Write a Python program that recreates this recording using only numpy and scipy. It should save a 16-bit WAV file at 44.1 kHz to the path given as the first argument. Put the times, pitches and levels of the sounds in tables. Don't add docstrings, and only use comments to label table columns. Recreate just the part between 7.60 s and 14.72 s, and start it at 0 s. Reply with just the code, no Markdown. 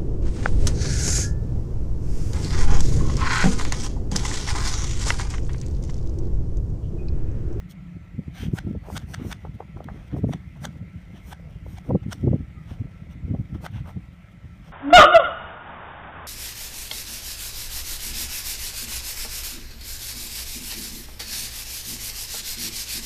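import sys
import numpy as np
from scipy import signal
from scipy.fft import rfft, irfft, next_fast_len
from scipy.io import wavfile
from scipy.ndimage import uniform_filter1d

SR = 44100
rng = np.random.default_rng(int(sys.argv[2]) if len(sys.argv) > 2 else 0)


def generate_wav(sig):
    pcm = np.round(np.clip(np.atleast_2d(sig).T, -1, 1) * 32767).astype(np.int16)
    wavfile.write(sys.argv[1], SR, pcm)


N = 313992
TIME = np.arange(N) / SR

# f/Hz, relative level/dB
CRUNCH_SPECTRUM = [(200, -26), (450, -10.5), (750, 11), (1050, -3), (1450, -0.5), (2050, -2.5),
                   (2600, -9.5), (3300, 0.5), (4000, -8), (4900, -11.5), (5900, -5), (7300, -14),
                   (8700, -11.5), (10400, -21.5), (15500, -24)]
SKID_SPECTRUM = [(500, 8), (1500, 1), (3300, -8), (4800, -10), (5900, -3), (7300, -10.5), (9200, -3.5),
                 (10400, -13), (12000, -7.5), (15500, -12)]
# t/s, snap level/dB, treble gain/dB, body gain/dB, ring f/Hz,
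# crunch level/dB, hiss level/dB, hiss rise time/s
STROKES = [(0.988, -29, -13, -7.5, 1540, -42.5, -45, 0.016),
           (1.378, -31.5, 3, -6.5, 1450, -34.5, -46, 0.055),
           (1.545, -29, -5.5, -14.5, 2010, -63, -49.5, 0.032),
           (1.728, -30.5, -2.5, -9.5, 1210, -38, -47.5, .059),
           (2.736, -30.5, -11, -7, 1160, -48, -55, 0.026), (3.054, -27.5, 2.5, 4, 1580, -39, -45.5, 0.012),
           (3.731, -34.5, -2, 0, 1500, -43.5, -50.5, 0.047), (4.185, -42.5, -1, 2, 2230, -50, -66, .051),
           (4.531, -30.5, 9, -1, 1400, -38, -57, 0.017),
           (6.065, -30.5, -6.5, 1.5, 1380, -39.5, -46.5, 0.015)]
def strokes(snap_s=0.0019, snag_s=0.0017, snag_lead_s=0.0071, snag_db=-10, crunch_s=0.014,
            release_s=0.003, spray_s=0.032, spray_db=-23, ring_db=7, ring_width_hz=170):
    out, t = np.zeros(N), around(16384)
    for s, snap_db, treble_db, body_db, ring_hz, crunch_db, hiss_db, hiss_s in STROKES:
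        crust = lambda f: (level_at(CRUNCH_SPECTRUM, f) + treble_db * treble(f)
                           + body_db * bell(f - 700, 310) + ring_db * bell(f - ring_hz, ring_width_hz))
        contact = .5 - .5 * np.tanh((t - .003) / release_s)
        skid = np.exp(np.minimum(t + 0.046, 0) / hiss_s) * bell(t, 2 * hiss_s) * contact
        bite = contact / np.sqrt(1 + (np.minimum(t, 0) / crunch_s) ** 6)
        spray = (1 - contact) * np.exp(-abs(t) / spray_s) + .5 * bell(t - .014, 0.0059)
        sliding = grains(lambda f: level_at(SKID_SPECTRUM, f), 3500, 2.0, 0.76, len(t))
        crushing = grains(lambda f: crust(f) - 6 * treble(f), 1800, 3.5, 0.053, len(t))
        cracks = grains(crust, 3500, 4.4, 0.32, len(t))
        hiss = burst(hiss_db, skid, sliding)
        crunch = burst(crunch_db, bite, crushing)
        snag = burst(snap_db + snag_db, bell(t + snag_lead_s, snag_s), cracks)
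        snap = burst(snap_db, bell(t, snap_s), cracks)
        add(out, s, hiss + crunch + snag + snap + gain_of(snap_db + spray_db) * spray * cracks)
    return out


# f/Hz, relative level/dB
BRUSH_SPECTRUM = [(300, -3), (750, 8.5), (1050, 3.5), (1600, 5), (2400, -2.5), (3200, 3.5), (3800, -2),
                  (4800, -10), (5800, -2.5), (7400, -15), (8900, -8.5), (10400, -18), (11800, -12),
                  (15500, -15.5)]
# centre t/s, level/dB, half-width/s, treble gain/dB, body gain/dB
BRUSHES = [(0.111, -51.5, 0.011, 14, -24), (0.782, -47, 0.025, -4, -5), (0.827, -44, 0.03, -6.5, -10),
           (1.265, -48.5, 0.02, -14.5, 13), (1.417, -54, 0.017, 1, 4), (1.615, -51, 0.036, -27, -7),
           (1.83, -62, .04, 0, 3.5), (2.244, -45.5, 0.0014, 8, 4), (2.385, -57.5, 0.081, -4, 6),
           (2.529, -51.5, 0.016, -20, -3.5), (2.58, -60, 0.016, 13, 0), (2.97, -55, 0.0087, 15, 24),
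           (3.569, -54.5, 0.027, -7, 0), (4.12, -59, 0.042, 15, 5), (4.269, -56.5, .025, 6, 10.5),
           (4.435, -53.5, 0.0066, -7, 5), (5.116, -51.5, 0.026, -6, 1), (5.953, -49.5, .01, -9, 7),
           (6.169, -49.5, 0.028, -15, -5), (6.286, -47, 0.021, 2.5, 15), (7.074, -57, 0.03, -7, 0)]
def brushes():
    out, t = np.zeros(N), around(16384)
    for s, db, half_s, treble_db, body_db in BRUSHES:
        colour = lambda f: (level_at(BRUSH_SPECTRUM, f) + treble_db * treble(f)
                            + body_db * bell(f - 750, 720))
        sweep = grains(colour, 1500, 1.2, 0.6, len(t), ripple_db=2.5)
        add(out, s, burst(db, bell(t, half_s), sweep))
    return out


def scuffs(level_db=-64, spread_db=5.5, half_s=0.0078, treble_db=5, first_s=1.4, count=12):
    out, t = np.zeros(N), around(8192)
    colour = lambda f: level_at(BRUSH_SPECTRUM, f) + treble_db * treble(f)
    for k, (when, strength, length) in enumerate(rng.random((count, 3))):
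        s = first_s + (N / SR - first_s) * (k + when) / count
        db = level_db + spread_db * (2 * strength - 1)
        sweep = grains(colour, 1500, 4.7, 1.0, len(t))
        add(out, s, burst(db, bell(t, half_s * (.5 + length)), sweep))
    return out


# t/s, level/dB, nominal f/Hz
PATS = [(1.287, -34, 670), (1.302, -32.5, 830), (1.852, -33, 790), (2.006, -28.5, 780), (2.171, -38.5, 680),
        (2.206, -32.5, 795), (2.288, -33, 1200), (2.301, -42, 1120), (2.566, -31.5, 650), (4.065, -39, 710),
        (5.749, -31.5, 605), (6.044, -36, 720), (6.26, -44, 1010), (6.293, -41, 1040)]
def pats(half_s=0.0014, settle_s=0.0202, settle_db=-16.5, top_ratio=1.046, bottom_ratio=0.52):
    out, t = np.zeros(N), around(4096)
    settling = gain_of(settle_db) * bell(t - settle_s, half_s)
    shape = bell(t, half_s) + 0.13 * bell(t - .006, 0.012) + settling
    for s, db, hz in PATS:
        band = lambda f: low_pass(f, hz * top_ratio, 8) + high_pass(f, hz * bottom_ratio, 6)
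        blow = coloured(shape * rng.standard_normal(len(t)), band)
        add(out, s, gain_of(db) * unit_rms(blow) * rms(shape))
    return out


def crumbs(rustle_db=-72, settling_db=-67, first_s=0.5):
    shuffle = np.clip((TIME - first_s) / 0.1, 0, 1)
    rustle = grains(lambda f: level_at(BRUSH_SPECTRUM, f), 400, 3, .2, N)
    rustle *= gain_of(3.5 * drift(5))
    # f/Hz, relative level/dB
    muffled = [(200, -41), (500, 2), (780, -7.5), (1200, -14.5), (3000, -58), (8000, -64.5)]
    settling = grains(lambda f: level_at(muffled, f), 120, 1.5, .2, N)
    settling *= gain_of(6.1 * drift(3))
    return shuffle * (gain_of(rustle_db) * unit_rms(rustle) + gain_of(settling_db) * unit_rms(settling))


# peak t/s, level/dB, corner f/Hz, rise time/s, fall time/s
GUSTS = [(0.369, -35.5, 212, 0.019, 0.0056), (0.593, -27, 242, 0.0071, 0.0078),
         (0.68, -32.5, 183, .012, 0.0084), (0.835, -30, 295, 0.022, 0.044),
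         (0.885, -27.5, 210, 0.0042, 0.0065), (0.935, -20, 198, 0.012, 0.018),
         (1.072, -27.5, 360, 0.0059, 0.044), (1.153, -30.5, 332, 0.012, .025),
         (1.339, -32.5, 220, 0.015, 0.052), (1.599, -36, 377, 0.037, 0.036),
         (1.653, -29.5, 380, .012, 0.025), (1.894, -33.5, 185, 0.0042, 0.0056),
         (2.165, -32.5, 280, 0.0024, 0.0035), (2.362, -39.5, 352, 0.11, 0.02),
         (2.547, -25.5, 350, 0.016, 0.048), (2.644, -19.5, 370, 0.0077, 0.0087),
         (2.693, -25.5, 317, 0.036, 0.052), (3.071, -36.5, 240, 0.092, 0.044),
         (3.228, -34, 215, 0.013, 0.021), (4.309, -21.5, 610, 0.017, 0.0033),
         (4.354, -16.5, 375, 0.027, 0.013), (4.466, -29, 277, 0.01, 0.032), (4.68, -17.5, 400, 0.04, 0.036),
         (4.734, -18.5, 396, 0.0058, 0.023), (4.806, -31.5, 230, 0.018, 0.022),
         (5.115, -35, 194, 0.026, 0.017), (5.219, -27, 188, 0.017, 0.0055),
         (5.742, -23.5, 285, 0.05, 0.015), (5.956, -28, 191, 0.0056, 0.009),
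         (6.215, -31.5, 148, 0.092, 0.016), (6.368, -30, 280, 0.0073, 0.029),
         (6.85, -39.5, 173, 0.014, 0.052)]
def gusts(eddy_hz=55, lumpy_db=4.0, wake_ratio=2.02, wake_db=-16.5, knock_s=0.0035, knock_ratio=1.71):
    out, t = np.zeros(N), around(16384)
    for s, db, corner_hz, rise_s, fall_s in GUSTS:
        age = t / np.where(t < 0, rise_s, fall_s)
        wake = gain_of(wake_db) * bell(age, wake_ratio)
        swell = np.maximum(np.exp(-.5 * abs(age) ** 3), wake)
        lumps = gain_of(lumpy_db * drift(eddy_hz, len(t)))
        add(out, s, buffet(db, corner_hz, burst(0, swell, lumps)))
        add(out, s, buffet(db + 1, corner_hz * knock_ratio, bell(around(4096), knock_s)))
    return out


def buffet(db, corner_hz, shape):
    colour = lambda f: 6.2 * low_pass(f, corner_hz, 2) + high_pass(f, 78, 4)
    swirl = coloured(rng.standard_normal(len(shape)), colour)
    slow = coloured(swirl, lambda f: 2 * low_pass(f, 300, 4))
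    eddy = unit_rms(shape) * slow + unit_rms(shape ** 1.2) * (swirl - slow)
    eddy = coloured(eddy, lambda f: high_pass(f, 62, 6) + low_pass(f, 1150, 10))
    return gain_of(db) * unit_rms(eddy) * rms(shape)


# f/Hz, relative level/dB
RUMBLE_SPECTRUM = [(15, -26), (30, -22), (45, 0), (70, -2), (125, -5.5), (180, -3.5), (230, -20.5),
                   (300, -19), (430, -33.5), (700, -41), (1500, -57)]
# t/s, level/dB
BREEZE = [(0.0, -42.5), (0.69, -41), (0.91, -34.5), (1.01, -37), (1.37, -40), (1.55, -37.5), (2.06, -41.5),
          (2.68, -43), (2.81, -42), (3.01, -45.5), (3.15, -39.5), (3.47, -44), (4.14, -39.5), (4.34, -39.5),
          (5.41, -41.5), (5.79, -34.5), (6.84, -47.5), (7.12, -44)]
def wind(lumpy_db=2.5):
    colour = lambda f: level_at(RUMBLE_SPECTRUM, f) + low_pass(f, 900, 8)
    rumble = coloured(rng.standard_normal(N), colour) * gain_of(lumpy_db * drift(24))
    return gain_of(np.interp(TIME, *np.transpose(BREEZE))) * unit_rms(rumble)


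def eddies(over_db=7.0, spread_db=3, corner_hz=210, half_s=0.0066, first_s=.5, count=42):
    out, t = np.zeros(N), around(8192)
    for k, (when, strength, speed, length) in enumerate(rng.random((count, 4))):
        s = first_s + (N / SR - first_s) * (k + when) / count
        db = np.interp(s, *np.transpose(BREEZE)) + over_db + spread_db * (2 * strength - 1)
        add(out, s, buffet(db, corner_hz * 2 ** (speed - .5), bell(t, half_s * (.5 + length))))
    return out


# f/Hz, relative level/dB
AIR_SPECTRUM = [(100, 3.5), (300, 2.5), (450, -5.5), (600, 3), (950, -5), (1350, -2), (1650, -3),
                (2150, 2.5), (2800, -5.5), (4500, -15.5), (4900, -17), (5800, -18.5), (7000, -20),
                (9500, -24.5), (10300, -26), (15500, -28)]
# f/Hz, bandwidth/Hz, level/dB
HUM = [(1331, 41, -69.5), (2048, 320, -67.5)]
def open_air(hiss_db=-60, waver_db=2):
    hiss_gain = gain_of(hiss_db + 0.4 * drift(7.4))
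    hiss = unit_rms(coloured(rng.standard_normal(N), lambda f: level_at(AIR_SPECTRUM, f)))
    hum = sum(gain_of(db) * narrowband(hz, width_hz) for hz, width_hz, db in HUM)
    bands = signal.stft(hiss_gain * hiss + hum, nperseg=512)[2]
    waver = uniform_filter1d(rng.standard_normal(bands.shape), size=3, axis=0)
    waver = uniform_filter1d(waver, size=12, axis=1)
    return signal.istft(bands * gain_of(waver_db * unit_rms(waver)), nperseg=512)[1][:N]


# t/s, level/dB
DRONE = [(0, -44.5), (.3, -41), (.5, -54.5), (2, -57.5), (3.5, -50), (5, -55.5), (7.12, -54)]
def drone(hz=172.5, width_hz=26.4):
    return gain_of(np.interp(TIME, *np.transpose(DRONE))) * narrowband(hz, width_hz)


def whistle(centre_s=5.02, half_s=0.05, hz=1244, db=-61):
    return burst(db, bell(TIME - centre_s, half_s), narrowband(hz, width_hz=17))


def grains(spectrum, per_s, spread_db, wash, size, ripple_db=3.5):
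    chance, strength = rng.random((2, size))
    sign, fine = rng.standard_normal((2, size))
    amplitude = gain_of(-spread_db * np.log(np.maximum(strength, np.exp(-3))))
    clicks = (chance < per_s / SR) * np.sign(sign) * amplitude
    knots_hz = np.linspace(0, SR / 2, num=70)
    ripple = ripple_db * rng.standard_normal(len(knots_hz))
    colour = lambda f: spectrum(f) + np.interp(f, knots_hz, ripple)
    return unit_rms(coloured(unit_rms(clicks) + wash * fine, colour))


def narrowband(hz, width_hz):
    return unit_rms(coloured(rng.standard_normal(N), lambda f: 2 * low_pass(f - hz, width_hz / 2, 2)))


def drift(rate_hz, size=N):
    return unit_rms(coloured(rng.standard_normal(size), lambda f: low_pass(f, rate_hz, 6)))


def burst(db, shape, noise):
    return gain_of(db) * rms(shape) * unit_rms(shape * noise)


def coloured(x, db_at):
    size = next_fast_len(len(x))
    gain = gain_of(db_at(np.fft.rfftfreq(size, 1 / SR)))
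    return irfft(rfft(x, size) * gain, size)[:len(x)]


def low_pass(f, corner_hz, power):
    return -10 * np.log10(1 + (f / corner_hz) ** power)


def high_pass(f, corner_hz, power):
    return -10 * np.log10(1 + (corner_hz / (f + 1)) ** power)


def treble(f):
    return f ** 2 / (f ** 2 + 4500 ** 2)


def level_at(spectrum, hz):
    f, db = np.transpose(spectrum)
    return np.interp(np.log(hz + 1), np.log(f), db)


def gain_of(db):
    return 10 ** (np.asarray(db) / 20)


def rms(x):
    return np.sqrt(np.mean(x ** 2) + 1e-20)


def unit_rms(x):
    return x / rms(x)


def bell(x, half_width):
    return np.exp(-.5 * (x / half_width) ** 2)


def around(size):
    return (np.arange(size) - size // 2) / SR


def add(mix, s, sound):
    start = round(s * SR) - len(sound) // 2
    sound = sound[max(-start, 0):]
    part = mix[max(start, 0):][:len(sound)]
    part += sound[:len(part)]


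def scene():
    dog = strokes() + brushes() + scuffs() + pats() + crumbs()
    turbulence = gusts() + eddies() + wind()
    return (dog + turbulence + open_air() + drone() + whistle())[None]


def record(dry, cutoff_hz=15450):
    kernel = signal.firwin(511, cutoff_hz, window=("kaiser", 9), fs=SR)
    return signal.oaconvolve(dry, kernel[None], "same")


dry = scene()
out = record(dry)
generate_wav(out)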